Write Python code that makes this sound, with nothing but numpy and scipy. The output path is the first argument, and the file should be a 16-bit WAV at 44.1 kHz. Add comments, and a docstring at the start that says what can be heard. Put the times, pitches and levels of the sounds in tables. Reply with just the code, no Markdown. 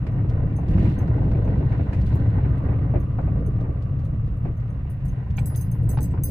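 """Inside a car with the windows shut, at the driver's seat, rolling slowly along a gravel road. Noise through
low cabin resonances booms over a two-partial engine drone; bumps swell them both. Showers of filtered noise
grains make the stones, gravel and grit under the tyres; bigger stones knock on the underbody as single bursts.
Decaying sines tinkle as keys, struck resonances clack twice as hard plastic near the end, and steady filtered
noise hisses from the vents."""
import sys
import numpy as np
from scipy import signal
from scipy.fft import rfft, irfft, next_fast_len
from scipy.io import wavfile
from scipy.ndimage import uniform_filter1d

SR = 44100
rng = np.random.default_rng(int(sys.argv[2]) if len(sys.argv) > 2 else 0)


def waveform_to_disk(signal):
    """Save audio, clipped to [-1, 1], as 16-bit WAV at the path in sys.argv[1]."""
    frames = np.transpose(np.atleast_2d(signal))
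    scaled = np.clip(frames, -1, 1) * 32767
    samples = np.round(scaled).astype(np.int16)
    wavfile.write(sys.argv[1], SR, samples)


N = 277871

# the surface under the tyres, as relative levels:
# (time [s], coarse stones [dB], gravel [dB])
ROAD_SURFACE = [(0, -39, -48.5), (.62, -37, -48), (.8, -34, -51.5), (1, -35.5, -44.5), (1.35, -34.5, -48.5),
                (1.75, -35.5, -42.5), (2.1, -38, -47), (2.55, -36, -45), (3.05, -38.5, -50),
                (3.4, -38.5, -53), (3.8, -42.5, -54.5), (4.4, -44.5, -55.5), (4.8, -48, -53),
                (5.3, -47, -50.5), (5.75, -46.5, -53), (5.95, -38.5, -51), (6.3, -41.5, -55.5)]


def boom():
    """The uneven road shakes the body and rings the low cabin resonances; noise stands for the shaking."""
    # low air and panel resonances: (frequency [Hz], width [Hz], level before muffling [dB])
    cabin_modes = [(23, 4.1, -10.5), (53, 10, -12.5), (68, 5.4, 1), (86.8, 29, 4), (113.4, 18, 9),
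                   (130.4, 7.4, 4.5), (166.7, 3, -12), (179, 4.9, -13)]
    body = sum(undb(db) * resonance(hz, width) for hz, width, db in cabin_modes)
    muffling = colour([(8, -30.5), (20, 7.0), (180, -6.0), (240, -16.0),
                       (400, -35.5), (1000, -53.0), (8000, -100)])
    return steady(at_seat(rng.standard_normal((2, N)), body * muffling), 0.1)


def engine(firing_hz=54.82, wander=0.03306, octave_db=2):
    """A lightly loaded engine: firing rate and its octave, wavering with the throttle in pitch and level."""
    firing_now_hz = firing_hz * (1 + wander * walk(3.7))
    phase = 2 * np.pi * np.cumsum(firing_now_hz) / SR
    drone = np.sin(phase) + undb(octave_db) * np.sin(2 * phase)
    return unit(drone * undb(2 * walk(8.3)))


def rolling():
    """How hard plain rolling shakes the body: more on coarser stones."""
    coarsest_db, growth = -22, 0.26  # level on the coarsest stretch [dB], dB per dB of coarseness
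    coarse_db = curves(ROAD_SURFACE)[0]
    return undb(coarsest_db + growth * (coarse_db - coarse_db.max()))


def shake():
    """How hard the body is shaken: rolling, and a jolt from every bump."""
    # the wheels cross a bump or a run of ruts: (time [s], length [s], shake level [dB])
    bumps = [(0.1, 0.44, -23), (0.676, 0.22, -18), (1.016, 0.81, -22), (1.961, 0.57, -20.5),
             (2.614, 0.39, -22), (3.232, 0.39, -23.5), (3.909, 0.41, -27), (4.443, 0.037, -21.5),
             (5.047, 0.089, -23.5), (5.299, 0.19, -23.5), (5.542, 0.2, -27), (5.781, 0.23, -21),
             (6.04, 0.3, -26)]
    attack_s, release_s = 0.0024, 0.015
    jolts = sum(undb(db) * swell(s, length, attack_s, release_s) for s, length, db in bumps)
    return np.hypot(rolling(), jolts)


def loose_gravel():
    """Strength of the grit, the flying chips and the lingering spray as the tyres plough loose patches."""
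    # (time [s], length [s], grit [dB], flying chips before their trim and colour [dB],
    #  fine spray [dB], spray settling time constant [s])
    loose_patches = [(0.664, 0.24, -51.5, -64, -60.5, 0.11), (1.1, 0.78, -67, -76.5, -69, .1),
                     (1.877, .26, -61.5, -64, -64, 0.37)]
    attack_s, release_s, spray_attack_s = 0.054, 0.083, 0.25
    grit = flying = spray = 0
    for s, length, grit_db, chips_db, spray_db, settle in loose_patches:
        ploughing = swell(s, length, attack_s, release_s)
        grit = grit + undb(grit_db) * ploughing
        flying = flying + undb(chips_db) * ploughing
        spray = spray + undb(spray_db) * swell(s, length, spray_attack_s, settle)
    return grit, flying, spray


def tyres(spray_growth=4.0, ploughed_db=4, judder_db=25.0, bump_share=0.23, lumps_db=1.5):
    """Coarse stones thud through the suspension, gravel crunches under the tread, grit rattles in arches."""
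    # colours as they reach the seat, each (frequency [Hz], gain [dB])
    thud_colour = [(130, -20), (185, -1), (212, 0.5), (240, -2), (262, -1), (278, 3), (300, 0), (335, -5),
                   (400, -9), (460, -7), (520, -12), (640, -16), (1000, -36), (8000, -100)]
    crunch_colour = [(400, -8), (520, -4), (650, -5.5), (760, 1.5), (920, -5), (1050, -1.5), (1330, -9.5),
                     (1500, -6), (1680, -12.5), (2000, -7), (3000, -59), (9000, -82)]
    grit_colour = [(1300, -13), (1600, -4), (1850, -1), (2000, -3.5), (2170, 0), (2480, -7), (2680, 2),
                   (2900, -7), (3250, -13), (3650, -14), (4100, -16), (4800, -23), (6500, -33),
                   (10000, -43), (15000, -52)]
    # finest spray in the wheel arches: (frequency [Hz], gain [dB])
    spray_colour = [(1200, -45), (2400, -8), (2750, 3), (3400, 0), (4150, 3), (4700, -9), (6000, -19),
                    (9000, -25), (15000, -31)]
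    # the tread drones on the packed wheel track: (time [s], level [dB])
    packed_track = [(0, -55), (2.2, -66), (2.5, -51), (3.3, -53.5), (4.3, -56.5), (4.7, -58.5),
                    (4.9, -63.5), (6.3, -73)]

    coarse_db, gravel_db = curves(ROAD_SURFACE)
    depth_db = gravel_db - gravel_db.max()
    thrown, _, sprayed = loose_gravel()
    # bumps and lumps press the tyres harder into the stones
    load = (shake() / rolling()) ** bump_share * undb(lumps_db * walk(22))

    thud = at_seat(grains(per_s=120, spread_db=1.5, t60=0.036), colour(thud_colour))
    thud = steady(thud, 0.29) * undb(coarse_db + 2.0) * load

    crunch = at_seat(grains(per_s=130, spread_db=2.5, t60=0.053), colour(crunch_colour))
    crunch_level = np.hypot(undb(gravel_db - 0.5) * load, thrown * undb(ploughed_db))
    crunch = steady(crunch, 0.24) * crunch_level

    grit = at_seat(grains(per_s=150, spread_db=0.5, t60=0.033), colour(grit_colour))
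    # off the loose patches the grit follows the gravel, 0.61 dB per dB
    grit = steady(grit, 0.22) * np.hypot(undb(-56 + 0.61 * depth_db), thrown)

    spray = at_seat(grains(per_s=250, spread_db=4.5, t60=0.044), colour(spray_colour))
    # the finest spray grows faster with depth than the crunch itself
    spray = unit(spray) * np.hypot(undb(spray_growth * depth_db - 68.0), sprayed)

    drone = at_seat(rng.standard_normal((2, N)), resonance(1177, 210) ** 2)
    drone = unit(drone) * undb(curves(packed_track)[0])

    # ploughing makes the suspension judder
    suspension = resonance(185, 80) ** 2 + 0.5 * resonance(290, 70) ** 2
    judder = at_seat(grains(per_s=60, spread_db=-2.0, t60=0.014), suspension)
    judder = unit(judder) * thrown * undb(judder_db)
    return thud + crunch + grit + spray + drone + judder


def stones(small_thump_db=5, small_rap_db=-12, small_hz=720, knock_left_db=1, rap_left_db=-2):
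    """Bigger stones hit the floor pan: a low thump, a knock pitched by the spot they strike, a hard rap."""
    # big stones on tyres and underbody:
    # (time [s], low thump [dB], knock [dB], knock pitch [Hz], hard rap before its left/right lean [dB])
    hits = [(.065, -39, -47, 760, -49), (.244, -36, -47, 693, -60.5), (.586, -49, -38.5, 700, -66),
            (.628, -36.5, -43, 700, -58.5), (0.78, -32.5, -42.5, 800, -48.5), (.852, -41, -41, 770, -45.5),
            (1.078, -38, -43.5, 696, -57), (1.181, -39, -40.5, 715, -61.5), (1.219, -37, -37, 710, -61),
            (1.265, -36, -41, 700, -70.5), (1.314, -42, -44, 890, -52.5), (1.349, -31.5, -38, 620, -53),
            (1.452, -41, -41, 630, -60.5), (1.476, -35, -41.5, 760, -52.5), (1.604, -30, -41, 560, -62),
            (1.628, -33, -40.5, 760, -58.5), (1.719, -49, -43.5, 760, -47), (1.792, -35, -35.5, 600, -53),
            (1.929, -36, -43, 760, -44), (2.124, -40, -44, 700, -58), (2.155, -33.5, -39, 700, -63),
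            (2.338, -38, -49, 745, -53), (2.383, -36.5, -37.5, 680, -51.5), (2.446, -35, -43, 775, -50),
            (2.603, -40, -42.5, 704, -63), (2.684, -40.5, -35.5, 584, -54), (2.731, -38.5, -44, 640, -51.5),
            (2.79, -38, -49.5, 700, -58), (2.938, -34.5, -31.5, 567, -51), (2.956, -27.5, -30, 525, -48.5),
            (3.186, -46.5, -32.5, 620, -61), (3.189, -47.5, -42.5, 1140, -59.5),
            (3.276, -42, -37.5, 620, -54.5), (3.469, -35.5, -52, 690, -67), (3.641, -39, -44.5, 760, -55.5),
            (3.691, -35, -39, 500, -66), (4.451, -37, -39.5, 700, -53.5), (4.471, -41, -48, 700, -61),
            (6.138, -36.5, -41, 804, -58), (6.174, -42, -46, 1010, -55)]
    gravel_db = curves(ROAD_SURFACE)[1]
    small = []
    # lesser stones strike at random, 5.1 a second, around 7 dB below the gravel
    for s, db in by_chance(5.1, -7):
        knock_db = db + gravel_db[int(s * SR)]
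        small.append((s, knock_db + small_thump_db, knock_db, small_hz, knock_db + small_rap_db))

    out = np.zeros((2, N))
    for s, thump_db, knock_db, knock_hz, rap_db in hits + small:
        thump = blow(220, 440, t60=.085, rise=.001)
        thump = thump + 0.6 * thump[::-1]  # the long waves reach both sides
        add(out, s, onset_unit(thump) * undb(thump_db))

        knock = band(contact(t60=.115, scatter=2.4), knock_hz / 1.3, knock_hz * 1.3)
        knock = band(knock, knock_hz / 2, knock_hz * 2)
        add(out, s, onset_unit(knock) * undb(knock_db) * sides(knock_left_db))

        rap = blow(1300, 2600, t60=0.13, rise=0.00051)
        add(out, s, rap * undb(rap_db) * sides(rap_left_db))
    return out


def chips(shower_db=-3):
    """Small chips snap out from under the tread with a dry tick, in showers on the loose patches."""
    # the sharpest chips: (time [s], level before the final colour [dB])
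    sharp_chips = [(0.065, -62), (0.293, -60), (0.682, -62), (.79, -64), (.826, -63), (.852, -63.5),
                   (.888, -64), (1.075, -66), (1.313, -63), (1.479, -75), (1.721, -64.5), (1.93, -60),
                   (2.012, -62), (2.065, -63), (3.605, -66.5), (3.821, -65), (3.992, -70), (4.051, -68),
                   (4.273, -73), (4.453, -72.5), (4.6, -71.5), (5.303, -65.5), (5.547, -59)]
    shower = unit(band(grains(per_s=110, spread_db=4.5, t60=0.044), 4500, 11000))
    out = shower * loose_gravel()[1] * undb(shower_db)
    # fainter chips fly at random, 2.5 a second
    for s, db in sharp_chips + by_chance(2.5, -78):
        add(out, s, blow(2300, 10000, t60=0.08, rise=0.001) * undb(db))
    return through(out, colour([(3000, 8.0), (4800, 3.5), (7000, -5.0), (15000, -3.0)]))


def keys(scatter=0.9, spot_spread_db=1.5, rebound_s=.006):
    """Each touch rings four keys unequally and clatters on rebound; cabin echoes make the rings waver."""
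    # what the keys ring with, before chance varies level and decay:
    # (key number, frequency [Hz], level [dB], t60 [s], left minus right [dB])
    key_modes = [(0, 4130, -17, .3, -1), (0, 6312, 4, .11, -6), (0, 6352, 2, .12, -6),
                 (1, 4918, -19.5, .55, -5), (1, 9608, 8, .1, -2), (1, 9540, -1, .04, -2),
                 (1, 14408, 7, .14, 6), (1, 14270, -1, .04, 5), (2, 4922, -20, .55, -5),
                 (2, 5873, -26, .4, 0), (2, 10702, 2, .31, 0), (2, 13300, 3, .22, 3),
                 (3, 3980, -19, .15, 0), (3, 7860, 3, .04, 0), (3, 7992, 2.5, .1, 0), (3, 8030, 2, .1, 0),
                 (3, 8650, -12, .14, 0), (3, 12038, -8, .2, 0)]
    # keys touching, and how hard each rings: (time [s], first key [dB], second key [dB],
    #  third key [dB], fourth key [dB], clatter before the drop at each rebound [dB])
    jingles = [(.116, -76, -84.5, -86.5, -93.5, -86), (.562, -64.5, -66.5, -76.5, -77.5, -73),
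               (.986, -63, -68, -68, -68, -67), (1.442, -72.5, -86.5, -80, -89, -88.5),
               (2.154, -71.5, -67, -75.5, -75, -63), (2.577, -81, -78, -83, -82, -83),
               (2.996, -70, -78.5, -68, -92, -84), (3.461, -67.5, -67, -75, -84, -71),
               (4.047, -77, -75.5, -81, -84, -79), (4.367, -94, -85, -82, -88, -76),
               (4.567, -77, -85, -78, -87, -81), (4.7, -77, -77.5, -98, -97, -88),
               (4.898, -75, -68, -68, -81, -66), (5.053, -78, -70, -68, -82.5, -58),
               (5.08, -63, -69, -74, -70, -65), (5.367, -54.5, -69, -61, -69, -61),
               (5.387, -65, -70, -75, -54, -64), (5.457, -62, -57, -42, -46, -52),
               (5.558, -50, -46.5, -48.5, -55, -49), (5.61, -52.5, -52.5, -54, -57, -54),
               (5.713, -57.5, -56, -63, -65, -67), (5.83, -78, -75, -80, -78, -72),
               (5.89, -59, -53, -51, -48, -53), (5.902, -59, -62, -66, -58, -58),
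               (5.912, -51, -66, -70, -56, -60), (6.005, -57, -59, -63, -51.5, -55),
               (6.014, -60, -57, -72, -58, -57), (6.028, -53.5, -49.5, -75, -61, -52),
               (6.037, -64, -67, -78, -58, -57), (6.046, -61, -57, -68, -56, -57),
               (6.107, -70, -80, -91.5, -65, -70), (6.235, -44, -37, -53, -49, -56),
               (6.283, -61, -58, -62, -64, -54)]
    out = np.zeros((2, N))
    for s, *key_db, clatter_db in jingles:
        for key, hz, db, t60, left_db in key_modes:
            # where it is struck and how its neighbours damp it
            spot_db, grip_db = rng.normal(0, [spot_spread_db, .8])
            shape = fade(t60 * undb(grip_db), rise=0.0008)
            t = np.arange(len(shape)) / SR
            # the two sides are partly in step
            phase = rng.uniform(0, 2 * np.pi) + rng.uniform(0, np.pi, (2, 1))
            beat_hz = rng.normal(0, 10, (2, 1))
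            direct = np.sin(2 * np.pi * hz * t + phase)
            echo_growth = scatter * (1 - np.exp(-t / 0.0046))
            echo = echo_growth * np.cos(2 * np.pi * (hz + beat_hz) * t + phase)
            level = undb(key_db[key] + db + spot_db) * sides(left_db / 2)
            add(out, s, (direct + echo) * shape * level)
        for bounce, gap in enumerate(rng.uniform(.6, 1.4, 3)):
            clatter = blow(4500, 16000, t60=.06, rise=.0006)
            add(out, s + bounce * gap * rebound_s, clatter * undb(clatter_db - 3 - 5 * bounce))
    return out


def plastic_clacks():
    """Hard plastic clacks and rebounds: a dry crack, its ring and the hollow behind it."""
    # what the plastic rings with: (frequency [Hz], width [Hz], relative level [dB])
    clack_modes = [(845, 59, 21.5), (1080, 130, 10.5), (1510, 180, 8), (1910, 300, -1), (2320, 140, 14),
                   (2430, 120, -3), (2650, 90, 8), (3130, 240, -20)]
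    # contacts: (time [s], ring [dB], contact brightness [dB per octave], crack [dB], hollow [dB],
    #  left minus right of the ring [dB])
    clacks = [(5.379, -44.5, 6, -60, -50, -6), (5.384, -37, 6, -54.5, -51, -6.5),
              (5.973, -34.5, -13.5, -57, -42, -4), (5.987, -39, -13, -60, -43, -5)]
    out = np.zeros((2, N))
    for s, ring_db, tilt_db, crack_db, hollow_db, left_db in clacks:
        push = contact(t60=.05, scatter=1.1)
        ring = 0
        for hz, width, mode_db in clack_modes:
            # a harder contact favours the higher modes
            gain = undb(mode_db + tilt_db * np.log2(hz / 1000))
            ring = ring + gain * signal.lfilter(*signal.iirpeak(hz, hz / width, fs=SR), push)
        ring = onset_unit(band(ring, 450, 2330))
        add(out, s, ring * undb(ring_db) * sides(left_db / 2))
        add(out, s, blow(2600, 5400, t60=0.06, rise=0.001) * undb(crack_db))
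        add(out, s, blow(350, 650, t60=0.082, rise=0.002) * undb(hollow_db))
    return out


def vents():
    """Air rushing through the vents: a soft, steady hiss of coloured noise."""
    # (frequency [Hz], gain [dB])
    hiss_colour = [(300, 5), (1000, 5), (2400, 1), (3500, -13.5), (6000, -18), (10000, -22.5),
                   (15000, -25.5)]
    return unit(at_seat(rng.standard_normal((2, N)), colour(hiss_colour))) * undb(-63)


def at_seat(pair, response):
    """Colour two unrelated signals and spread them: long waves mostly reach both sides alike."""
    # likeness of the two sides: (frequency [Hz], correlation [-1 to 1])
    likeness = [(60, 0.98), (140, 1), (290, 0.91), (640, 0.54), (1200, -0.05), (2800, -0.1),
                (4200, -0.0034), (15000, 1)]
    # left minus right: (frequency [Hz], level [dB])
    side_lean = [(60, -1), (110, 1.5), (380, -1), (700, 3), (1290, -6), (2400, -2), (4400, 0), (9000, 5)]
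    alike = np.clip(read(likeness, bins()), -.999, .999)
    mid, side = through(pair, response * np.sqrt([1 + alike, 1 - alike]))
    lean = read(side_lean, bins()) / 2
    return through(np.array([mid + side, mid - side]), undb([lean, -lean]))


def grains(per_s, spread_db, t60):
    """Stones crushed at random moments, per_s under each of four wheels with its own scattered path."""
    out = 0
    for wheel in range(4):
        size = undb(spread_db * np.minimum(rng.exponential(size=N), 3.5))
        hits = (rng.random(N) < per_s / SR) * rng.choice([-1, 1], N) * size
        out = out + signal.oaconvolve(hits[None], burst(t60, 0.00072), axes=1)[:, :N]
    return out


def blow(lo_hz, hi_hz, t60, rise):
    """One contact heard in a band: a noise burst band-passed twice."""
    return onset_unit(band(band(burst(t60, rise), lo_hz, hi_hz), lo_hz, hi_hz))


def contact(t60, scatter):
    """A sharp push that reaches both sides at once, followed by its scattered echoes in the cabin."""
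    echoes = burst(t60, .001)
    echoes = echoes * scatter / np.sqrt(np.sum(echoes ** 2) / 2)
    push = np.pad(echoes, ((0, 0), (0, SR // 20)))  # room for ringing
    push[:, 0] += 1
    return push


def burst(t60, rise):
    """A contact scattered by the cabin: fading noise, different on each side."""
    shape = fade(t60, rise)
    return shape * rng.standard_normal((2, SR))[:, :len(shape)]


def fade(t60, rise):
    """A ring that builds up with time constant `rise` [s] and decays by 60 dB in t60 [s]."""
    t = np.arange(int(t60 * SR) + 2) / SR
    return np.exp(-np.log(1000) * t / t60) * (1 - np.exp(-t / rise))


def swell(s, length, attack, release):
    """An envelope that rises from time s, starts to die away `length` after s, all in seconds."""
    t = np.arange(N) / SR - s
    return np.clip(t / attack, 0, 1) * np.exp(-np.maximum(t - length, 0) / release)


def by_chance(per_s, db, spread_db=6.0):
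    """Rows (time [s], level [dB]) of small events at random moments."""
    when, size = rng.random((200, 2)).T
    gaps = .3 - .7 * np.log(1 - when)  # never closer than 0.3 of the mean gap
    times = np.cumsum(gaps) / per_s
    return [(s, db + spread_db * (2 * z - 1)) for s, z in zip(times, size) if s < N / SR]


def walk(rate):
    """Smooth random drift with rms 1, stepping `rate` times a second."""
    k = int(SR / rate)
    steps = np.repeat(rng.standard_normal(N // k + 1), k)
    return unit(uniform_filter1d(uniform_filter1d(steps, k), k)[:N])


def curves(table):
    """Each column of a (time [s], ..) table, joined by straight lines in time."""
    s, *columns = np.transpose(table)
    return [np.interp(np.arange(N) / SR, s, c) for c in columns]


def read(points, hz):
    """A (frequency [Hz], value) table joined by lines on a log-frequency axis."""
    f, value = np.transpose(points)
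    return np.interp(np.log(hz + 1), np.log(f), value)


def bins():
    """Frequencies [Hz] of a full-length spectrum, with room for tails."""
    size = 2 * next_fast_len(N // 2 + 8192, real=True)
    return np.arange(size // 2 + 1) * SR / size


def through(x, response):
    """Filter by a response given on bins()."""
    return irfft(rfft(x, 2 * (response.shape[-1] - 1)) * response)[..., :N]


def colour(points):
    """Causal (minimum-phase) response with the given (frequency [Hz], gain [dB]) outline."""
    cepstrum = irfft(np.log(undb(read(points, bins()))))
    # fold the cepstrum forward in time
    cepstrum[1:len(cepstrum) // 2] *= 2
    cepstrum[len(cepstrum) // 2 + 1:] = 0
    return np.exp(rfft(cepstrum))


def resonance(hz, width):
    """Response of one damped resonance, gain 1 at its centre."""
    f = bins()
    return 1j * f * width / (hz ** 2 - f ** 2 + 1j * f * width)


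def band(x, lo_hz, hi_hz):
    """Gentle band-pass."""
    edges = [lo_hz, min(hi_hz, SR / 2 - 1000)]
    return signal.sosfilt(signal.butter(2, edges, "band", fs=SR, output="sos"), x)


def steady(x, seconds):
    """Even out slow swells and keep the fast throb; rms near 1."""
    power = uniform_filter1d(np.mean(x ** 2, axis=0), int(seconds * SR))
    return x / np.sqrt(power + 1e-18)


def unit(x):
    """Scale to rms 1."""
    return x / np.sqrt(np.mean(x ** 2))


def onset_unit(x):
    """Scale a hit to rms 1 over its first 15 ms."""
    return x / np.sqrt(np.mean(x[:, :int(.015 * SR)] ** 2))


def undb(db):
    """Decibels to gain."""
    return 10 ** (np.asarray(db) / 20)


def sides(left_db):
    """Gains that raise the left by left_db and lower the right by as much."""
    return undb([[left_db], [-left_db]])


def add(out, s, sound):
    """Mix a sound in at time s [s]."""
    i = max(int(s * SR), 0)
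    out[:, i:i + sound.shape[-1]] += sound[..., :max(N - i, 0)]


def scene():
    """Everything as it reaches the driver's seat; the shaking drives both boom and engine drone."""
    rumble = (boom() * undb(-0.34) + engine() * undb(-13.0)) * shake()
    return rumble + tyres() + stones() + chips() + keys() + plastic_clacks() + vents()


def record(dry):
    """Cut the top of the treble steeply above 15.7 kHz."""
    return signal.sosfilt(signal.ellip(8, .2, 70, 15700, fs=SR, output="sos"), dry)


dry = scene()
out = record(dry)
waveform_to_disk(out)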